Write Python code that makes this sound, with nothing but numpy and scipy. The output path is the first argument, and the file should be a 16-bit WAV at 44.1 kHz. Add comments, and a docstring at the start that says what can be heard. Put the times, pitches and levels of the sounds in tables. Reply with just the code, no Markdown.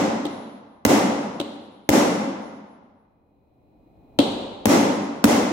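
"""Hole punch and hammer on a desk

A heavy hammer drives a steel punch through thick fabric into a book, in a reverberant room.
Light aiming taps alternate with full blows: the desk thuds, the steel cracks and sings a thin high note.
The stereo microphone hears the desk directly, a little to the left; then the room swells up behind it.
Rumble, drone and hiss lie far below the blows, whose first peaks the recorder's fast limiter flattens."""
import sys
import numpy as np
from scipy import signal
from scipy.fft import rfft, irfft, next_fast_len
from scipy.io import wavfile
from scipy.ndimage import uniform_filter1d, minimum_filter1d

SR = 44100
rng = np.random.default_rng(int(sys.argv[2]) if len(sys.argv) > 2 else 0)


def int16_out(signal):
    """Quantize to a 16-bit WAV file."""
    q = np.round(np.clip(np.atleast_2d(signal).T, -1, 1) * 32767)
    wavfile.write(sys.argv[1], SR, q.astype(np.int16))


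N = 243431

# resonances of desk, book and tools: (frequency [Hz], width [Hz], level [dB])
DESK_MODES = [(62, 25, 6.5), (105, 13, 12.5), (223, 61, 7.5), (287, 24, 11.5), (410, 32, -10),
              (552.4, 50, 4.5), (817, 32, -2), (1410, 120, -1.5), (2047, 88, 5), (5560, 320, 0.5),
              (6850, 120, -4)]
# the crack at the microphone, direct and off near surfaces: (delay [s], relative level [dB])
CRACK_ARRIVALS = [(0, 6.5), (0.002, 2), (0.012, -11)]


def amp(db):
    """Decibels to gain."""
    return 10 ** (np.asarray(db) / 20)


def unit(x):
    """Scaled to rms 1."""
    return x / np.sqrt(np.mean(x ** 2) + 1e-20)


def unit_energy(x):
    """Scaled to a mean energy of 1 per channel."""
    return unit(x) / np.sqrt(x.shape[-1])


def along(points, hz):
    """A curve through (frequency, value) points on a log frequency axis."""
    freqs, values = np.transpose(points)
    return np.interp(np.log(hz + 1), np.log(freqs + 1), values)


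def filtered(x, response):
    """x through a zero-phase filter of gain response(hz)."""
    n = x.shape[-1]
    padded = next_fast_len(n + 8192)
    return irfft(rfft(x, padded) * response(np.fft.rfftfreq(padded, 1 / SR)), padded)[..., :n]


def minimum_phase(response, size=16384):
    """The minimum-phase impulse response of a gain curve."""
    cepstrum = irfft(np.log(response(np.fft.rfftfreq(size, 1 / SR)) + 1e-6))
    cepstrum[1:size // 2] *= 2
    cepstrum[size // 2 + 1:] = 0
    return irfft(np.exp(rfft(cepstrum)))[:size // 2]


def panned(x, left_db):
    """Louder in the left microphone by left_db."""
    return x * amp([[left_db / 2], [-left_db / 2]])


def diffuse(n):
    """Noise from all around: most alike at the two microphones in the upper bass, unrelated in the treble."""
    # (frequency [Hz], left-right correlation [-1..1])
    likeness = [(30, 0.45), (60, 0.14), (130, 0.95), (300, 0.93), (640, 0.31), (1300, 0), (15000, 0.0042)]
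    angle = lambda hz: np.arccos(np.clip(along(likeness, hz), -1, 1)) / 2
    weights = lambda hz: np.array([np.cos(angle(hz)), np.sin(angle(hz))])
    mid, side = filtered(rng.standard_normal((2, n)), weights)
    return np.array([mid + side, mid - side])


def swell(rest_db, peak_s, peak_db, rise_db_per_s, fall_db_per_s):
    """A resting gain joined by one swell that rises and falls evenly in dB."""
    t = np.arange(N) / SR - peak_s
    return np.hypot(amp(rest_db), amp(peak_db + np.minimum(rise_db_per_s * t, -fall_db_per_s * t)))


def room_tone():
    """Low rumble, a dull drone and a faint whining hiss swell once, starting in the hammer's pause."""
    # spectra of the three noises: (frequency [Hz], relative density [dB])
    rumble = [(20, -6.5), (33, -8), (48, -0.5), (65, 1), (88, 6.5), (130, -2.5), (220, -20), (1000, -72)]
    drone = [(29, -34), (50, -10.5), (93, -14), (225, -11), (300, -6), (350, -14), (495, -16), (780, -16.5),
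             (1600, -43.5), (2500, -37.5), (3090, -53), (4120, -45.5), (5000, -67.5), (6500, -86),
             (11000, -120)]
    hiss = [(300, 4), (1700, 0), (3000, 8.5), (5500, -0.5), (9000, -3.5), (13000, 2.5), (16000, 6.5)]
    # tones of the whine: (frequency [Hz], level against the hiss [dB])
    whine_tones = [(2460, -6), (2509, -14), (4032, -11)]
    t = np.arange(N) / SR
    rumble_gain = swell(rest_db=-69.5, peak_s=4.45, peak_db=-52, rise_db_per_s=20, fall_db_per_s=20)
    drone_gain = swell(rest_db=-70.5, peak_s=4.17, peak_db=-53, rise_db_per_s=13.5, fall_db_per_s=30.5)
    noise = lambda spectrum: unit(filtered(diffuse(N), lambda hz: amp(along(spectrum, hz))))
    whine = sum(amp(db) * unit(np.sin(2 * np.pi * hz * t)) for hz, db in whine_tones)
    return rumble_gain * noise(rumble) + drone_gain * (noise(drone) + amp(-23.5) * (noise(hiss) + whine))


def reverberation(t, build_s, dull_hz=11000):
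    """The room's tail, duller than the direct sound, builds up and then dies soonest in the treble."""
    # the room's decay: (frequency [Hz], t60 [s])
    decay_times = [(60, 0.81), (120, 1.87), (230, 1.287), (450, 1.258), (1000, 1.522), (2200, 1.19),
                   (4000, 1.094), (7000, 0.87), (10000, 0.64), (15000, 0.49)]
    hz, seconds, spectra = signal.stft(diffuse(len(t)), SR, nperseg=512)
    fade = amp(-60 * seconds / along(decay_times, hz)[:, None])
    dullness = np.sqrt(1 + (hz[:, None] / dull_hz) ** 4)
    tail = signal.istft(spectra * fade / dullness, SR, nperseg=512)[1][:, :len(t)]
    return unit_energy(tail * (1 - np.exp(-(t / build_s) ** 2)))


def floor_shudder(t, hz=66, t60=0.1, rise_s=0.004):
    """The floor under the desk gives a short, deep shudder."""
    return amp(-60 * t / t60) * (1 - np.exp(-t / rise_s)) * np.sin(2 * np.pi * hz * t)


def desk_resonance(hz):
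    """Desk, book and tools lift the strike's spectrum at each of their modes."""
    peaks = sum(amp(db) ** 2 / (1 + (2 * (hz - centre) / width) ** 2) for centre, width, db in DESK_MODES)
    return np.sqrt(1 + peaks)


def desk_knock(t, band_hz, rise_s, damping_hz):
    """The desk top's own modes, heard directly; the hand and the fabric damp them."""
    modes = sum(amp(db) * np.exp(-np.pi * (width + damping_hz) * t) * np.cos(2 * np.pi * hz * t)
                for hz, width, db in DESK_MODES)
    onset = 1 - np.exp(-t / rise_s)
    return -unit_energy(signal.lfilter(*signal.butter(2, band_hz, "band", fs=SR), modes * onset))


def steel_ring(t, spread_hz=5, paths=4, build_s=0.08):
    """Each steel note reaches each microphone by several paths that build up and beat slowly."""
    # ringing steel: (frequency [Hz], relative level [dB], t60 [s])
    notes = [(10659, 0, 1.25), (10045, -10, 1.1)]
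    ring = np.zeros((2, len(t)))
    for hz, db, t60 in notes:
        detune = spread_hz * rng.standard_normal((paths, 2, 1))
        phase = rng.random((paths, 2, 1))
        ring += amp(db - 60 * t / t60) * unit(np.sin(2 * np.pi * ((hz + detune) * t + phase)).sum(0))
    return ring * (1 - np.exp(-t / build_s))


def contact(t, crack_db, arrivals, crack_t60, split_hz=190, scatter_db=-21, scatter_t60=0.15):
    """Hammer meets punch: one clean push in the bass, a scattered crack above it."""
    push = signal.lfilter(*signal.butter(2, split_hz, fs=SR), t == 0)
    bursts = sum((t >= delay) * amp(db - 60 * np.abs(t - delay) / crack_t60) for delay, db in arrivals)
    scatter = amp(scatter_db - 60 * t / scatter_t60)
    crack = unit_energy((bursts + scatter) * diffuse(len(t)))
    return amp(crack_db) * signal.lfilter(*signal.butter(2, split_hz, "high", fs=SR), crack) - push


def hammer(t, strikes, force, knock, arrivals, crack_t60, room_db, room_build_s, floor_db):
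    """Every strike knocks the desk and rings the steel; room and floor answer in step with the thud."""
    lead = int(0.5 * SR)  # space for a strike before time zero
    body = unit_energy(minimum_phase(lambda hz: amp(along(force, hz)) * desk_resonance(hz)))
    track = np.zeros((2, lead + N + len(t)))
    for start_s, thud_db, crack_db, knock_db, ring_db in strikes:
        direct = contact(t, crack_db, arrivals, crack_t60)
        tail = amp(room_db) * reverberation(t, room_build_s)
        thud = signal.fftconvolve(direct + tail, body[None], axes=1)[:, :len(t)]
        thud += amp(knock_db) * panned(knock, left_db=3) + amp(floor_db) * floor_shudder(t)
        ring = panned(steel_ring(t), left_db=7)
        start = lead + round(start_s * SR)
        track[:, start:start + len(t)] += amp(thud_db) * thud + amp(ring_db) * ring
    return track[:, lead:lead + N]


def aiming_taps(t, echo_s=0.013, echo_db=0.5):
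    """Light taps wake mostly the desk's main mode; a strong early echo doubles each tap's click."""
    # (time [s], thud [dB], crack within thud [dB], knock within thud [dB], steel ring [dB])
    taps = [(0.2528, -4.5, 5.5, 5, -59.5), (1.3998, 0, 5.5, 5, -62), (4.1885, 14.5, 1, 4.5, -61.5)]
    # spectrum of a tap's force: (frequency [Hz], relative level [dB])
    force = [(25, -36.5), (60, -19.5), (130, -17.5), (230, -5.5), (400, -0.5), (850, -5), (1400, -19),
             (2000, -25), (3000, -11), (4000, -9.5), (5400, -28.5), (8200, -25), (11000, -34), (15500, -37)]
    knock = desk_knock(t, band_hz=(255, 470), rise_s=0.0025, damping_hz=5)
    arrivals = CRACK_ARRIVALS + [(echo_s, echo_db)]
    return hammer(t, taps, force, knock, arrivals,
                  crack_t60=0.02, room_db=-3, room_build_s=0.0086, floor_db=-56)


def full_blows(t):
    """Full blows knock the desk sharply and shake the floor; the room swells up behind each."""
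    # (time [s], thud [dB], crack within thud [dB], knock within thud [dB], steel ring [dB])
    blows = [(-0.2, 20.5, 6, -3.5, -54), (0.8508, 19.5, 8, -3.5, -49), (1.8903, 19.5, 3, -5, -43),
             (4.656, 20, 7.5, 0, -47), (5.2412, 18.5, 11, -5.5, -51)]
    # spectrum of a blow's force: (frequency [Hz], relative level [dB])
    force = [(25, -39.5), (60, -27), (130, -15), (200, -0.5), (400, 0.5), (850, -2), (1500, -12),
             (2700, -14.5), (4500, -18.5), (6500, -15.5), (9000, -20.5), (15500, -20)]
    knock = desk_knock(t, band_hz=(170, 650), rise_s=0.00025, damping_hz=8.6)
    return hammer(t, blows, force, knock, CRACK_ARRIVALS,
                  crack_t60=0.014, room_db=0.08, room_build_s=0.042, floor_db=-41)


def scene():
    """Blows and taps over the room tone, as they reach the microphone."""
    since_strike = np.arange(int(1.7 * SR)) / SR
    return panned(full_blows(since_strike) + aiming_taps(since_strike) + room_tone(), left_db=0.5)


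def limiter(x, ceiling_db, release_db_per_s, window=31):
    """Peaks pull the gain down just ahead of them; it climbs back quickly."""
    needed_db = np.minimum(ceiling_db - 20 * np.log10(np.abs(x).max(0) + 1e-9), 0)
    climb_db = release_db_per_s * np.arange(N) / SR
    gain_db = np.minimum.accumulate(minimum_filter1d(needed_db, window) - climb_db) + climb_db
    return x * amp(uniform_filter1d(gain_db, window))


def record(dry):
    """The recorder limits the peaks and cuts off steeply near 16 kHz."""
    limited = limiter(dry, ceiling_db=-1, release_db_per_s=900)
    return filtered(limited, lambda hz: 1 / np.sqrt(1 + (hz / 15950) ** 160))


dry = scene()
out = record(dry)
int16_out(out)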